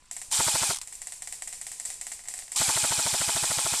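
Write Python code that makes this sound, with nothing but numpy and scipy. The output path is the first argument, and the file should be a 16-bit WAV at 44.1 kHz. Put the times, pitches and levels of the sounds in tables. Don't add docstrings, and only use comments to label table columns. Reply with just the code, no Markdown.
import sys
import numpy as np
from scipy import signal
from scipy.fft import rfft, irfft, next_fast_len
from scipy.io import wavfile
from scipy.ndimage import uniform_filter1d

SR = 44100
rng = np.random.default_rng(int(sys.argv[2]) if len(sys.argv) > 2 else 0)


def makeup_ratio(level_db):
    decades = np.asarray(level_db, float) / 20
    return 10 ** decades


def unload_audio(sound):
    columns = np.transpose(np.atleast_2d(sound))
    steps = np.round(np.clip(columns, -1, 1) * 32767)
    wavfile.write(sys.argv[1], SR, steps.astype(np.int16))


N = 167580
T = np.arange(N) / SR


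def unit(x):
    return x / np.sqrt(np.mean(x ** 2) + 1e-20)


def along(points, hz):
    f, v = np.transpose(points)
    return np.interp(np.log(hz + 1), np.log(f + 1), v)


def filtered(x, response):
    m = next_fast_len(len(x) + 8192)
    return irfft(rfft(x, m) * response(np.fft.rfftfreq(m, 1 / SR)), m)[:len(x)]


def resonances(peaks):
    def response(f):
        total = 0
        for k, (centre, width, db) in enumerate(peaks):
            total = total + (-1) ** k * makeup_ratio(db) * 1j * f * width / (centre ** 2 - f ** 2 + 1j * f * width)
        return total
    return response


def hiss(spectrum, patchy_db):
    z = signal.stft(rng.standard_normal(N), nperseg=128)[2]
    field = rng.standard_normal(z.shape)
    field = uniform_filter1d(uniform_filter1d(field, 4, 0), 3, 1)
    x = signal.istft(z * makeup_ratio(patchy_db * unit(field)), nperseg=128)[1][:N]
    return unit(filtered(x, lambda hz: makeup_ratio(along(spectrum, hz))))


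def fall(s, t60):
    return (T >= s) * makeup_ratio(-60 * np.abs(T - s) / t60)


def add(out, s, x):
    part = out[round(s * SR):][:len(x)]
    part += x[:len(part)]


# (frequency [Hz], spectrum level [dB])
AIR_SPECTRUM = [(15, 3), (25, -1), (290, -21.5), (409, -26), (735, -27), (1040, -20), (1250, -22.5),
                (8070, -23), (14500, -27)]


def air():
    tone = np.sin(2 * np.pi * 1011 * T)
    return makeup_ratio(-59) * hiss(AIR_SPECTRUM, patchy_db=3.0) + makeup_ratio(-73) * tone


SHOT_DELAY_S = .0008
# (time [s], peak level [dB], treble level [dB])
FAR_SHOTS = [(0.1115, -34, 7), (0.165, -31.5, 3), (0.2153, -32.5, 3.5), (0.8733, -35.5, 4.5),
             (0.9244, -38, 9.5), (1.0166, -34, 4.5), (1.07, -33.5, 5), (1.1212, -32, 3.5), (1.2207, -32, 4),
             (1.273, -31, 3), (1.3243, -32.5, 6.5), (1.4212, -31, 3.5), (1.474, -32, 5), (1.5257, -30.5, 4),
             (1.6131, -32, 4.5), (1.6663, -31, 5), (1.716, -33.5, 6.5), (1.7982, -33, 6.5),
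             (1.8513, -33.5, 8.5), (1.9016, -30, 2), (2.0118, -31.5, 4.5), (2.067, -30, 3.5),
             (2.117, -29, 3), (2.2842, -32.5, 8), (2.3381, -31, 4), (2.389, -31, 2.5), (2.5179, -31.5, 7)]
# (time [s], peak level [dB], treble level [dB])
FAINT_SHOTS = [(0.0553, -60, 5), (0.8175, -37, 6), (0.9525, -57, 21), (1.5044, -59, 5), (1.5722, -57, 15),
               (1.8555, -43.5, 18), (1.9403, -55.5, 20), (2.1918, -36, -2), (2.2374, -43.5, 6),
               (2.2549, -37, -8), (2.2749, -41.5, 6), (2.3105, -41, -10), (2.3665, -36, -7),
               (2.3783, -44, 13.5), (2.4226, -38, -14), (2.4792, -39, 1)]
# (frequency [Hz], width [Hz], level [dB])
MUZZLE_MODES = [(737, 113, 2.5), (1974, 280, 3), (3900, 6000, -11.5)]
# (frequency [Hz], width [Hz], level [dB])
SNAP_MODES = [(7900, 1300, -3), (11500, 3000, -16)]
# (delay [s], body level [dB], treble level [dB])
REFLECTIONS = [
    (.0012, -20, -4),
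    (.0024, -22, -8),
    (.004, -14, -6),
    (.0072, -5, -13),
    (.013, -12, -14),
    (.018, -15, -13),
]


def far_rifle():
    pops, snaps = np.zeros(N), np.zeros(N)
    arrivals = [(0.00016, 0, 0)] + REFLECTIONS
    k = np.arange(22)
    for s, db, treble_db in FAR_SHOTS + FAINT_SHOTS:
        for i, (delay, body_db, bright_db) in enumerate(arrivals):
            late, loud = rng.standard_normal(2)
            at = s + SHOT_DELAY_S + delay * (1 + 0.041 * late)
            add(pops, at, -makeup_ratio([db + body_db + 2.1 * loud * (delay > 0)]))
            signs = np.sign(rng.standard_normal(22))
            grains = signs * makeup_ratio(2.5 * rng.standard_normal(22) - .7 * k)
            add(snaps, at, makeup_ratio(db + treble_db + bright_db) * grains)

    def muzzle(f):
        low_cut = (1j * f / (493 + 1j * f)) ** 2
        return resonances(MUZZLE_MODES)(f) * low_cut

    return makeup_ratio(23) * filtered(pops, muzzle) + makeup_ratio(15.5) * filtered(snaps, resonances(SNAP_MODES))


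# (frequency [Hz], spectrum level [dB])
TREE_SPECTRUM = [(400, -32.5), (780, -18), (1250, -35.5), (2100, -17), (3300, -21.5), (5000, -14.5),
                 (8000, -9.5), (14000, -5.5)]
# (frequency [Hz], t60 [s])
TREE_DECAY = [(700, 0.81), (2000, 0.57), (8000, 0.57), (13000, 0.42)]


def trees():
    wash = np.zeros(N)
    for s, db, treble_db in FAR_SHOTS + FAINT_SHOTS:
        hz, t, z = signal.stft(rng.standard_normal(SR // 2), SR, nperseg=128)
        decay_db = -60 * t / along(TREE_DECAY, hz)[:, None]
        level_db = along(TREE_SPECTRUM, hz)[:, None] + decay_db + 0.85 * rng.standard_normal(z.shape)
        tail = signal.istft(z * makeup_ratio(level_db), SR, nperseg=128)[1]
        add(wash, s + SHOT_DELAY_S, makeup_ratio(db + treble_db) * tail / np.std(tail[:999]))
    return makeup_ratio(-10) * wash


# (time [s], length [s], start frequency [Hz], end frequency [Hz], level [dB])
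SPIN_UPS = [
    (.306, .03, 800, 1000, -44),
    (2.546, .031, 930, 1270, -38),
]


def motor_spin_up():
    out = np.zeros(N)
    for s, length, from_hz, to_hz, db in SPIN_UPS:
        t = np.arange(int(length * SR)) / SR
        phase = 2 * np.pi * (from_hz + (to_hz - from_hz) * t / length / 2) * t
        swell = np.sin(np.pi * (t / length) ** 2)
        add(out, s, makeup_ratio(db) * swell * (np.sin(phase) + .6 * np.sin(3.0 * phase)))
    return out


# (time [s], peak level [dB])
RATCHET_TICKS = [(.3075, -36), (.3105, -38), (.3137, -23), (.3165, -25), (.7325, -18), (.7455, -19),
                 (.7592, -24), (.762, -26), (.770, -21), (.7865, -25), (.8147, -23), (.824, -35),
                 (.832, -34), (.838, -39)]
# (frequency [Hz], spectrum level [dB])
TICK_SPECTRUM = [(300, -54), (900, -6), (1700, -17), (4300, -8), (6000, -7), (14000, -3.5)]


def ratchet():
    strikes = sum(makeup_ratio(db) * fall(s, .019) for s, db in RATCHET_TICKS)
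    return strikes * hiss(TICK_SPECTRUM, patchy_db=1.5)


# (motor on [s], motor off [s], rise time [s], gear level [dB])
TRIGGER_PULLS = [
    (.3203, .715, .002, -20.5),
    (2.558, 3.9, .002, -20.5),
]
# (frequency [Hz], spectrum level [dB])
GEAR_SPECTRUM = [(150, -35.5), (600, -24), (850, -8.5), (1200, -16), (1900, -17), (2350, -10), (3200, -8),
                 (14000, -4)]
SLAM_TIMES = [.3962, .473, .5477, .6222, .6983, 2.6084, 2.688, 2.7634, 2.8375, 2.9121, 2.9865, 3.0609,
              3.1353, 3.2095, 3.2837, 3.3581, 3.4323, 3.5066, 3.5808, 3.6548, 3.7292]


def gears():
    drive = np.zeros(N)
    for on_s, off_s, rise_s, db in TRIGGER_PULLS:
        coast = makeup_ratio(-60 * np.maximum(T - off_s, 0) / .2)
        drive += makeup_ratio(db) * np.clip((T - on_s) / rise_s, 0, 1) * coast
    caught = SLAM_TIMES[5:] + SLAM_TIMES[:4]
    jolt = 1 + makeup_ratio(-2.5) * sum(fall(s + .0185, t60=0.034) for s in caught)
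    mesh = makeup_ratio(2 * np.sin(2 * np.pi * 137.8 * T))
    clatter = drive * jolt * mesh * hiss(GEAR_SPECTRUM, patchy_db=2)
    return filtered(clatter, lambda hz: makeup_ratio(-9 * np.exp(-((hz - 2750) / 90) ** 2)))


SLAM_DB = -30
# (frequency [Hz], spectrum level [dB])
RATTLE_SPECTRUM = [(120, -30), (300, -4.5), (800, -2.5), (1500, 13.5), (2200, -8), (3300, -17), (5000, -68),
                   (9000, -64)]


def rattle():
    out, loose = np.zeros(N), hiss(RATTLE_SPECTRUM, patchy_db=0.0)
    lead_s, length = .012, int(.04 * SR)
    swell = np.sin(np.pi * np.arange(length) / length)
    for s in SLAM_TIMES:
        start = s - lead_s
        add(out, start, makeup_ratio(SLAM_DB - 7) * swell * loose[round(start * SR):][:length])
    return out


# (delay [s], level [dB], crack level [dB], brightness [dB per octave])
SLAM_BLOWS = [
    (-.008, -13, -30, -2),
    (.0031, 4.5, -10, 3),
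    (.0091, 7.5, -16, -.8),
    (.0128, -4, -26, -3),
]
# (frequency [Hz], level [dB], t60 [s])
SHELL_MODES = [(269, -15, 0.032), (410, -10.5, 0.052), (535, -1, 0.011), (674, 5.5, 0.019), (907, 8, 0.019),
               (1043, -6.5, 0.029), (1345, 5, 0.016), (1530, -29, 0.011), (1953, 11, 0.006)]


def piston_blows():
    out, t = np.zeros(N), np.arange(SR // 20) / SR
    crack = hiss(GEAR_SPECTRUM, patchy_db=3.4)
    attack = 1 - np.exp(-t / 0.00052)
    for s in SLAM_TIMES:
        for delay, blow_db, crack_db, tilt_db in SLAM_BLOWS:
            ring = np.zeros(len(t))
            for hz, level, t60 in SHELL_MODES:
                louder, sharper = rng.standard_normal(2)
                mode_db = level + tilt_db * np.log2(hz / 1000) + 1.6 * louder - 60 * t / t60
                ring += makeup_ratio(mode_db) * np.sin(2 * np.pi * hz * (1 + 0.004 * sharper) * t)
            at = s + delay + 0.0004 * rng.standard_normal()
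            add(out, at, makeup_ratio(SLAM_DB + blow_db) * ring * attack)
            crack_fall = makeup_ratio(SLAM_DB + crack_db + 30.5 - 60 * t / 0.011)
            add(out, at, crack_fall * crack[round(at * SR):][:len(t)])
    return out


def air_push():
    out, t = np.zeros(N), np.arange(SR // 20) / SR
    push = np.sin(2 * np.pi * 120 * t) * makeup_ratio(-60 * t / 0.044) * (1 - np.exp(-t / 0.0051))
    for s in SLAM_TIMES:
        add(out, s - 0.0063, makeup_ratio(SLAM_DB + 11) * push)
    return out


# (multiple of the whine frequency, level [dB])
WHINE_HARMONICS = [(1, 0), (2, -9), (3, 2), (6, -2)]


def loaded_whine():
    out = np.zeros(N)
    length_s, end_s, lap_s = .042, .009, .0743
    t = np.arange(int(length_s * SR)) / SR
    swell = np.sqrt(np.sin(np.pi * t / length_s))
    for s, lap in zip(SLAM_TIMES, np.diff(SLAM_TIMES, prepend=0)):
        if lap >= 2 * lap_s:
            continue
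        turns = 885 * lap_s / lap * (t - .12 * t ** 2 / length_s / 2)
        whine = np.zeros(len(t))
        for order, level in WHINE_HARMONICS:
            louder, phase = rng.standard_normal(2)
            whine += makeup_ratio(level + louder) * np.sin(2 * np.pi * order * turns + 3 * phase)
        add(out, s - end_s - length_s, makeup_ratio(SLAM_DB - 9) * swell * whine)
    return out


def scene():
    far = air() + far_rifle() + trees()
    drive = motor_spin_up() + ratchet() + gears()
    slams = rattle() + piston_blows() + air_push() + loaded_whine()
    return (far + drive + slams)[None]


def low_pass(x):
    return signal.sosfilt(signal.butter(12, 14900, fs=SR, output="sos"), x)


# (frequency [Hz], gain [dB])
HOUSING = [(6850, 1.5), (7200, 7), (8300, 5.5), (9500, 0.66), (10900, -6.5), (11800, -13), (12600, -10.5),
           (13900, -23)]


def record(dry):
    x = filtered(dry[0], lambda hz: makeup_ratio(along(HOUSING, hz)))
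    clip_top, hardness = .125, 4
    x = x / (1 + np.abs(x / clip_top) ** hardness) ** (1 / hardness)

    def mean_power(seconds):
        rate = 1 / (seconds * SR)
        return signal.lfilter([rate], [1, rate - 1], x ** 2)

    power = np.minimum(mean_power(0.43), mean_power(0.055))
    x = x * (1 + power / makeup_ratio(2 * -26.5)) ** -0.4
    mix = filtered(x, lambda hz: hz < 13950)[None]
    return low_pass(mix)


dry = scene()
out = record(dry)
unload_audio(out)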